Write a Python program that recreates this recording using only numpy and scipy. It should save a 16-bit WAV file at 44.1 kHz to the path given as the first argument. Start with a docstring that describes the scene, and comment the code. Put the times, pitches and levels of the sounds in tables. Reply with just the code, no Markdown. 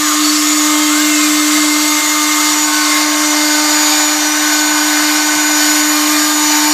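"""A mains-fed router spindle hums and whines at about 18000 rpm as a small mill cuts aluminium sheet.
Its tones are sines on multiples of a slightly hunting turning rate, with side tones from torque ripple.
The cut is filtered noise pulsed once a turn: frame rumble, rasp and cooling air, with ringing resonances.
Two feed motors sing through the curves as gliding tones, and soft bumps come from a hand on the microphone.
Half-way the microphone moves in close to the cutter, which rebalances the tones and recolours the cut."""
import sys
import numpy as np
from scipy import signal
from scipy.fft import rfft, irfft, next_fast_len
from scipy.io import wavfile
from scipy.ndimage import uniform_filter1d, map_coordinates

SR = 44100
rng = np.random.default_rng(int(sys.argv[2]) if len(sys.argv) > 2 else 0)


def file_out(sig):
    """Save sig as 16-bit WAV at sys.argv[1]."""
    # one column per channel
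    cols = np.atleast_2d(sig).T
    # limit, then scale
    lim = np.clip(cols, -1, 1)
    pcm = np.round(lim * 32767).astype(np.int16)
    wavfile.write(sys.argv[1], SR, pcm)


N = 296793
TIME = np.arange(N) / SR  # s

TURN_HZ = 300.93  # mean turning rate of the shaft
HUNT_HZ, HUNT_RATE = 0.33, 9  # spread of the hunting in Hz, random knots per second
RIPPLE_HZ = 120  # torque ripple, twice the mains rate
FEED_HZ = 3300  # step tone of a motor that carries the whole feed
MOVE_FADE_S = 0.044
RELEASE_S = 0.033  # time for a surge of load to let go
AIR_LOAD = 0.65  # dB of hiss per dB of load
TOP_HZ = 15330  # band limit of the recorder

# Microphone position. Each row: time in seconds, closeness (0 = back from the machine, 1 = at the cutter).
CLOSENESS = [(0, 0), (1.7, 0.013), (2.6, 0.23), (3.3, 0.64), (4.1, 0.93), (6.73, 0.99)]
# Unbalance hum. Each row: time in seconds, level in dB.
HUM_LEVEL = [(0.02, -19), (0.13, -20), (0.22, -15), (0.41, -17), (0.76, -15), (1.64, -15), (1.97, -19),
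             (2.01, -22), (2.05, -22), (2.21, -19.5), (2.66, -20), (3.46, -17.5), (4.09, -20.5),
             (5.16, -18), (5.21, -20), (6.18, -16.5), (6.27, -19), (6.7, -17)]
# Low shaft orders. Each row: time in seconds, then levels in dB of the 2nd, 3rd and 4th orders
# and of the ripple side tone just under the 4th.
GROWL_LEVELS = [(0, -41, -36, -27, -38), (.12, -39, -35, -23.5, -26), (.37, -45, -41, -41, -31),
                (.72, -33.5, -28.5, -24, -28), (1.33, -38, -42, -42, -32), (1.96, -36.5, -29, -27, -28),
                (2.3, -40, -29, -27, -32), (2.72, -41, -28.5, -32, -23), (3.12, -28.5, -28, -32, -24.5),
                (3.6, -29.5, -26, -31, -40), (4.2, -34, -29, -31.5, -33), (5.7, -34, -28.5, -37, -31.5),
                (6.15, -35, -29, -23, -31), (6.73, -39, -23, -33, -30)]
# Orders that swell and fade most. Each row: time in seconds, levels in dB of the 5th, 7th and 23rd.
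WHINE_LEVELS = [(0.02, -32, -33, -25), (.42, -37, -29, -26.5), (1.15, -29, -23, -29),
                (1.95, -33.5, -24, -27), (2.45, -29, -23, -26), (2.6, -33, -26.5, -19),
                (2.8, -22, -29, -28), (2.95, -30, -18.5, -27), (3.12, -32, -30, -26),
                (3.33, -30, -22.5, -24), (3.55, -23.5, -24, -23), (3.95, -27.5, -34.5, -17.5),
                (4.33, -23.5, -29, -23), (4.68, -22, -28.5, -19), (5.27, -23, -28, -23.5),
                (5.75, -22, -28.5, -17), (6.12, -31.5, -31, -21), (6.73, -28, -31, -22)]
# Other shaft orders. Each row: multiple of the turning rate, level in dB from afar, level in dB close.
STEADIER_ORDERS = [(6, -35.5, -35), (8, -61, -30), (9, -37, -46), (10, -35.5, -39.5), (11, -35, -56),
                   (12, -31.5, -31.5), (14, -40, -42), (15, -38, -43), (16, -41, -39), (18, -34.5, -40),
                   (19, -34.5, -29.5), (22, -28, -32.5), (24, -34, -36), (25, -35, -37), (26, -30.5, -45),
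                   (28, -38, -38), (29, -42, -49), (30, -36, -42), (32, -56, -56), (34, -41, -41),
                   (36, -37, -47), (38, -51, -38.5), (41, -44, -51), (43, -48, -39), (46, -40, -38),
                   (48, -37, -47)]
# Torque-ripple side tones. Each row: shaft multiple, ripple multiple, level in dB from afar, in dB close.
RIPPLE_TONES = [(0, 1, -66, -66), (0, 3, -46, -46), (0, 6, -44, -46), (3, -1, -51, -38), (12, -3, -47, -44),
                (12, -1, -40, -50), (12, 2, -43, -41), (12, 3, -43, -50)]
# Frame and bed shaken by the cut, from afar and close. Each row: frequency in Hz, relative dB per Hz.
FRAME_FAR_SPECTRUM = [(40, -60), (100, -40), (150, -21.5), (250, -16.5), (330, -10.5), (560, -11.5),
                      (660, -3.5), (950, -7), (1070, 2.5), (1500, -1), (1900, -1), (2500, -3.5),
                      (3200, -5.5), (5000, -33)]
FRAME_CLOSE_SPECTRUM = [(40, -56), (90, -53), (150, -17), (250, -15.5), (480, -13), (550, -18), (660, -2),
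                        (1000, 1), (1350, -2), (1560, 1), (2100, -0.5), (2500, -7), (3200, -10.5),
                        (5000, -34)]
# Rasp of chips, from afar and close. Each row: frequency in Hz, relative dB per Hz.
RASP_FAR_SPECTRUM = [(1200, -41), (2400, -9), (3200, -4.5), (3800, 3), (4200, 1), (4550, 4.5), (5000, 0),
                     (5800, 0.5), (6600, 2), (7200, 2.5), (7700, 0), (8100, -1.5), (9400, -10),
                     (12000, -38)]
RASP_CLOSE_SPECTRUM = [(1200, -42), (2400, -7), (3000, -1.5), (3400, -5.5), (3750, 1), (4000, -0.5),
                       (4400, 4.5), (4900, 1.5), (5500, 0.5), (6200, 0.5), (7300, -1), (8500, -5.5),
                       (9400, -9.5), (12000, -45)]
# Cooling air. Each row: frequency in Hz, relative dB per Hz.
AIR_SPECTRUM = [(3000, -43), (7000, -9), (9000, -3), (10000, -2.5), (11500, 1), (12700, 1), (14000, -4),
                (15300, -7)]
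# Air hiss under no extra load. Each row: time in seconds, level in dB.
AIR_LEVELS = [(0, -26.5), (1.5, -25.5), (2.5, -25.5), (3.05, -27.5), (3.7, -26.3), (4.3, -27.3), (5.2, -27),
              (5.9, -24), (6.73, -25.2)]
# Layers of the cut. Each holds: level in dB from afar, level in dB close, dB per dB of load.
FRAME_LEVELS = (-22.5, -21.5, 0.65)
RASP_LEVELS = (-18.5, -19, 1.03)
# Load builds as chips pack the slot, then lets go.
# Each row: start of release in seconds, build-up in seconds, strength in dB.
LOAD_SURGES = [(1.58, .15, 2), (2.01, 0.54, 1.2), (2.5, .2, 1.7), (3.02, 0.34, 3), (4.0, 1, 2.5),
               (4.6, .25, 1.1), (5.19, 0.56, 2.5), (5.8, 0.34, 3.4), (6.2, 0.27, 2.5), (6.73, 0.5, 2.5)]
# Sheet and cutter resonances. Each row: start and end in seconds, centre in Hz, width in Hz,
# level in dB before the swell.
RESONANCES = [(0, 2.65, 1260, 60, -29), (.16, 0.49, 4480, 90, -20), (.2, .52, 5400, 1500, -21),
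              (.6, 1.45, 7580, 260, -24), (1.4, 2.2, 7650, 650, -27), (2.4, 2.9, 5720, 80, -27),
              (3.3, 4.08, 4640, 700, -24.5), (4.3, 4.9, 4340, 200, -35), (3.5, 6.4, 774, 45, -37),
              (6.37, 6.63, 6025, 70, -19)]
# Stretches where a stepper sings. Each row: start and end in seconds, angle of the path to the motor's
# axis in degrees at the start and at the end, level in dB before the fades.
FEED_MOVES = [(0, .17, 54, 71, -27), (.71, .92, 9, 21, -27.5), (.87, 1.06, 68, 58, -24),
              (.99, 1.32, 28, 46, -27.5), (6.17, 6.39, 60.6, 61.4, -27), (6.41, 6.78, 45, 45, -32)]
# Soft bumps of the hand on the microphone. Each row: time of the peak in seconds, level in dB.
HAND_BUMPS = [(4.74, -44), (5.365, -36.5), (6.15, -39)]
# Early echoes off the table and the wooden housing. Each row: delay in milliseconds, gain.
WALL_ECHOES = [(1.7, .13), (3.1, .13), (4.9, .12), (7.6, .11)]


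def amp(db):
    """A level in decibels is twenty times the logarithm of an amplitude ratio."""
    return 10 ** (np.asarray(db) / 20)


def unit(x):
    """Division by the root mean square leaves an rms of 1."""
    return x / np.sqrt(np.mean(x ** 2) + 1e-20)


def curves(rows):
    """Linear interpolation gives one value per sample for each column after the time."""
    seconds, *columns = np.transpose(rows)
    return [np.interp(TIME, seconds, column) for column in columns]


def between(far_db, close_db, close):
    """The level in dB follows the closeness of the microphone linearly."""
    return far_db + (close_db - far_db) * close


def wobble(rate):
    """A spline through normal random knots, rate knots a second, is a smooth random modulation."""
    knots = rng.standard_normal(int(N * rate / SR) + 4)
    coarse = TIME[::32]
    return np.interp(TIME, coarse, map_coordinates(knots, [coarse * rate]))


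def start():
    """A tone of unknown phase starts at a uniformly random angle."""
    return rng.uniform(0, 2 * np.pi)


def filtered(x, response):
    """A linear filter multiplies the spectrum by a response of frequency."""
    size = next_fast_len(N + SR // 2)
    return irfft(rfft(x, size) * response(np.fft.rfftfreq(size, 1 / SR)), size)[:N]


def noise(spectrum):
    """White noise shaped by (Hz, dB) points, joined on a logarithmic frequency axis, has rms 1."""
    points_hz, points_db = np.transpose(spectrum)

    def response(hz):
        return amp(np.interp(np.log(hz + 1), np.log(points_hz), points_db))

    return unit(filtered(rng.standard_normal(N), response))


def tone(phase, rough, flutter_rate, drift_db):
    """Uneven chips modulate a sine in amplitude and phase while its level drifts; its rms is 1."""
    shake = rough / np.sqrt(2)
    in_phase = (1 + shake * wobble(flutter_rate)) * np.sin(phase)
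    quadrature = shake * wobble(flutter_rate) * np.cos(phase)
    return unit((in_phase + quadrature) * amp(drift_db * wobble(3.0)))


def patchy(x, depth_db):
    """Chips catch and clear, so narrow bands flare for a few hundredths of a second."""
    bands = signal.stft(x, nperseg=512)[2]
    field = uniform_filter1d(rng.standard_normal(bands.shape), size=4, axis=0)  # along frequency
    field = uniform_filter1d(field, size=12, axis=1)  # along time
    flaring = bands * amp(depth_db * unit(field))
    return unit(signal.istft(flaring, nperseg=512)[1][:N])


def swelling(begin, end, fade_s):
    """A linear envelope rises from the start and falls to the end, with a ceiling of 1."""
    return np.clip(np.minimum(TIME - begin, end - TIME) / fade_s, 0, 1)


def air_rush(bite, load_db):
    """Turbulent cooling air is broadband hiss, which the bite and the load modulate."""
    level_db = curves(AIR_LEVELS)[0] + AIR_LOAD * load_db
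    hiss = patchy(noise(AIR_SPECTRUM) * (1 + 0.1 * bite), depth_db=1.5)
    return hiss * amp(level_db + 0.35 * wobble(35))


def handling():
    """Contact through the microphone's case transmits dull, low-frequency bumps."""
    push = sum(amp(db) * np.exp(-((TIME - peak_s) / 0.017) ** 2) for peak_s, db in HAND_BUMPS)
    return push * noise([(40, -28), (110, 2), (160, 9), (230, 4), (450, -37)])


def feed_motors():
    """A stepper's pitch is proportional to the cosine of the path's angle, its share of the feed."""
    out = np.zeros(N)
    for begin, end, first_deg, last_deg, db in FEED_MOVES:
        path_deg = np.interp(TIME, [begin, end], [first_deg, last_deg])
        hz = FEED_HZ * np.cos(np.radians(path_deg))
        phase = 2 * np.pi * np.cumsum(hz) / SR
        song = tone(phase, rough=0.37, flutter_rate=63, drift_db=1.0)
        out += amp(db) * swelling(begin, end, MOVE_FADE_S) * song
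    return out


def chatter():
    """A resonance of sheet or cutter selects a narrow band, here and there along the path."""
    out = np.zeros(N)
    for begin, end, centre_hz, width_hz, db in RESONANCES:
        ring = filtered(rng.standard_normal(N), lambda hz: 1 / (1 + (2 * (hz - centre_hz) / width_hz) ** 2))
        out += amp(db) * swelling(begin, end, 0.15) * unit(ring)
    return out


def load():
    """Extra load on the cutter in dB is a sawtooth: each surge climbs steadily and drops quickly."""
    return sum(db * np.interp(TIME, [release - build, release, release + RELEASE_S], [0, 1, 0])
               for release, build, db in LOAD_SURGES)


def heard(far_spectrum, close_spectrum, close):
    """Powers of independent noises add, so square-root weights cross-fade the far and close colours."""
    far = np.sqrt(np.clip(1 - close, 0, 1)) * noise(far_spectrum)
    near = np.sqrt(np.clip(close, 0, 1)) * noise(close_spectrum)
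    return far + near


def frame_rumble(bite, load_db, close):
    """The cutting force excites frame and bed as low broadband noise, pulsed by the bite."""
    far_db, close_db, load_share = FRAME_LEVELS
    level_db = between(far_db, close_db, close) + load_share * load_db
    shaken = heard(FRAME_FAR_SPECTRUM, FRAME_CLOSE_SPECTRUM, close) * (1 + 0.075 * bite)
    return patchy(shaken, depth_db=1.47) * amp(level_db + 0.47 * wobble(30))


def chip_rasp(bite, load_db, close):
    """The tearing of chips radiates higher broadband noise, pulsed by the bite."""
    far_db, close_db, load_share = RASP_LEVELS
    level_db = between(far_db, close_db, close) + load_share * load_db
    torn = heard(RASP_FAR_SPECTRUM, RASP_CLOSE_SPECTRUM, close) * (1 + 0.12 * bite)
    return patchy(torn, depth_db=1.5) * amp(level_db + 0.44 * wobble(35))


def housing(x):
    """Delayed reflections from nearby boards interfere with the direct sound and ripple its spectrum."""
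    return filtered(x, lambda hz: 1 + sum(gain * np.exp(-2j * np.pi * hz * ms / 1000)
                                          for ms, gain in WALL_ECHOES))


def cutting(angle, close):
    """The edge tears off a chip every turn, a periodic pulse that modulates rumble, rasp and air alike."""
    load_db = load()
    pulse = ((1 + np.cos(angle)) / 2) ** 6
    bite = pulse * amp(2.8 * wobble(300))  # chips of uneven size
    cut = frame_rumble(bite, load_db, close) + chip_rasp(bite, load_db, close) + air_rush(bite, load_db)
    return housing(cut) * amp(0.25 * wobble(12))


def buzz(angle, close):
    """Torque pulses at twice the mains rate give tones at sums and differences with the shaft orders."""
    ripple = 2 * np.pi * RIPPLE_HZ * TIME
    side_db = curves(GROWL_LEVELS)[-1]
    out = amp(side_db) * tone(4 * angle - ripple, rough=0.46, flutter_rate=30, drift_db=0.8)
    for order, step, far_db, close_db in RIPPLE_TONES:
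        level = amp(between(far_db, close_db, close))
        phase = order * angle + step * ripple + start()
        out += level * tone(phase, rough=0.35, flutter_rate=22, drift_db=3.0)
    return out


def growl(angle):
    """The low harmonics of the rotation stay fairly clean, with little random modulation."""
    second_db, third_db, fourth_db, _ = curves(GROWL_LEVELS)
    out = amp(second_db) * tone(2 * angle + start(), rough=0.26, flutter_rate=30, drift_db=0.5)
    out += amp(third_db) * tone(3 * angle + start(), rough=0.21, flutter_rate=30, drift_db=1.5)
    out += amp(fourth_db) * tone(4 * angle + start(), rough=0.38, flutter_rate=30, drift_db=1.0)
    return out


def whine(angle, close):
    """Cutter, commutator and fan are periodic in the turn, so they sound on its whole multiples."""
    fifth_db, seventh_db, piercing_db = curves(WHINE_LEVELS)
    out = amp(fifth_db) * tone(5 * angle + start(), rough=0.6, flutter_rate=95, drift_db=0.5)
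    out += amp(seventh_db) * tone(7 * angle + start(), rough=0.52, flutter_rate=120, drift_db=0.5)
    twentieth_db = between(-30.5, -29.0, close) + 1.8 * wobble(9)
    out += amp(twentieth_db) * tone(20 * angle + start(), rough=1.5, flutter_rate=110, drift_db=1.5)
    waver_db = between(3.1, 0.8, close) * wobble(14)  # the piercing 23rd steadies close to the cutter
    piercing = tone(23 * angle + start(), rough=0.25, flutter_rate=42, drift_db=0.9)
    out += amp(piercing_db + waver_db) * piercing
    for order, far_db, close_db in STEADIER_ORDERS:
        level = amp(between(far_db, close_db, close))
        rough = 0.17 + 0.04 * order  # higher orders feel the uneven chips more
        out += level * tone(order * angle + start(), rough=rough, flutter_rate=45, drift_db=1.6)
    return out


def hum(angle):
    """An unbalanced rotor exerts a force once a turn, which shakes the frame at the turning rate."""
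    level_db, = curves(HUM_LEVEL)
    dip = amp(-13 * np.exp(-((TIME - 2.013) / 0.009) ** 2))  # the hum dips once for an instant
    return amp(level_db) * dip * tone(angle, rough=0.035, flutter_rate=40, drift_db=0.1)


def scene():
    """One shaft angle, the integral of its hunting speed, drives spindle and cut; all sources add."""
    speed_hz = TURN_HZ + HUNT_HZ * wobble(HUNT_RATE)
    angle = 2 * np.pi * np.cumsum(speed_hz) / SR
    close, = curves(CLOSENESS)
    background = handling() + feed_motors() + chatter()
    spindle = buzz(angle, close) + growl(angle) + whine(angle, close) + hum(angle)
    mono = background + cutting(angle, close) + spindle
    return np.array([mono] * 2)  # a single microphone on both channels


def record(dry):
    """A band-limited recorder keeps nothing above its upper frequency."""
    return np.array([filtered(channel, lambda hz: hz < TOP_HZ) for channel in dry])


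dry = scene()
out = record(dry)
file_out(out)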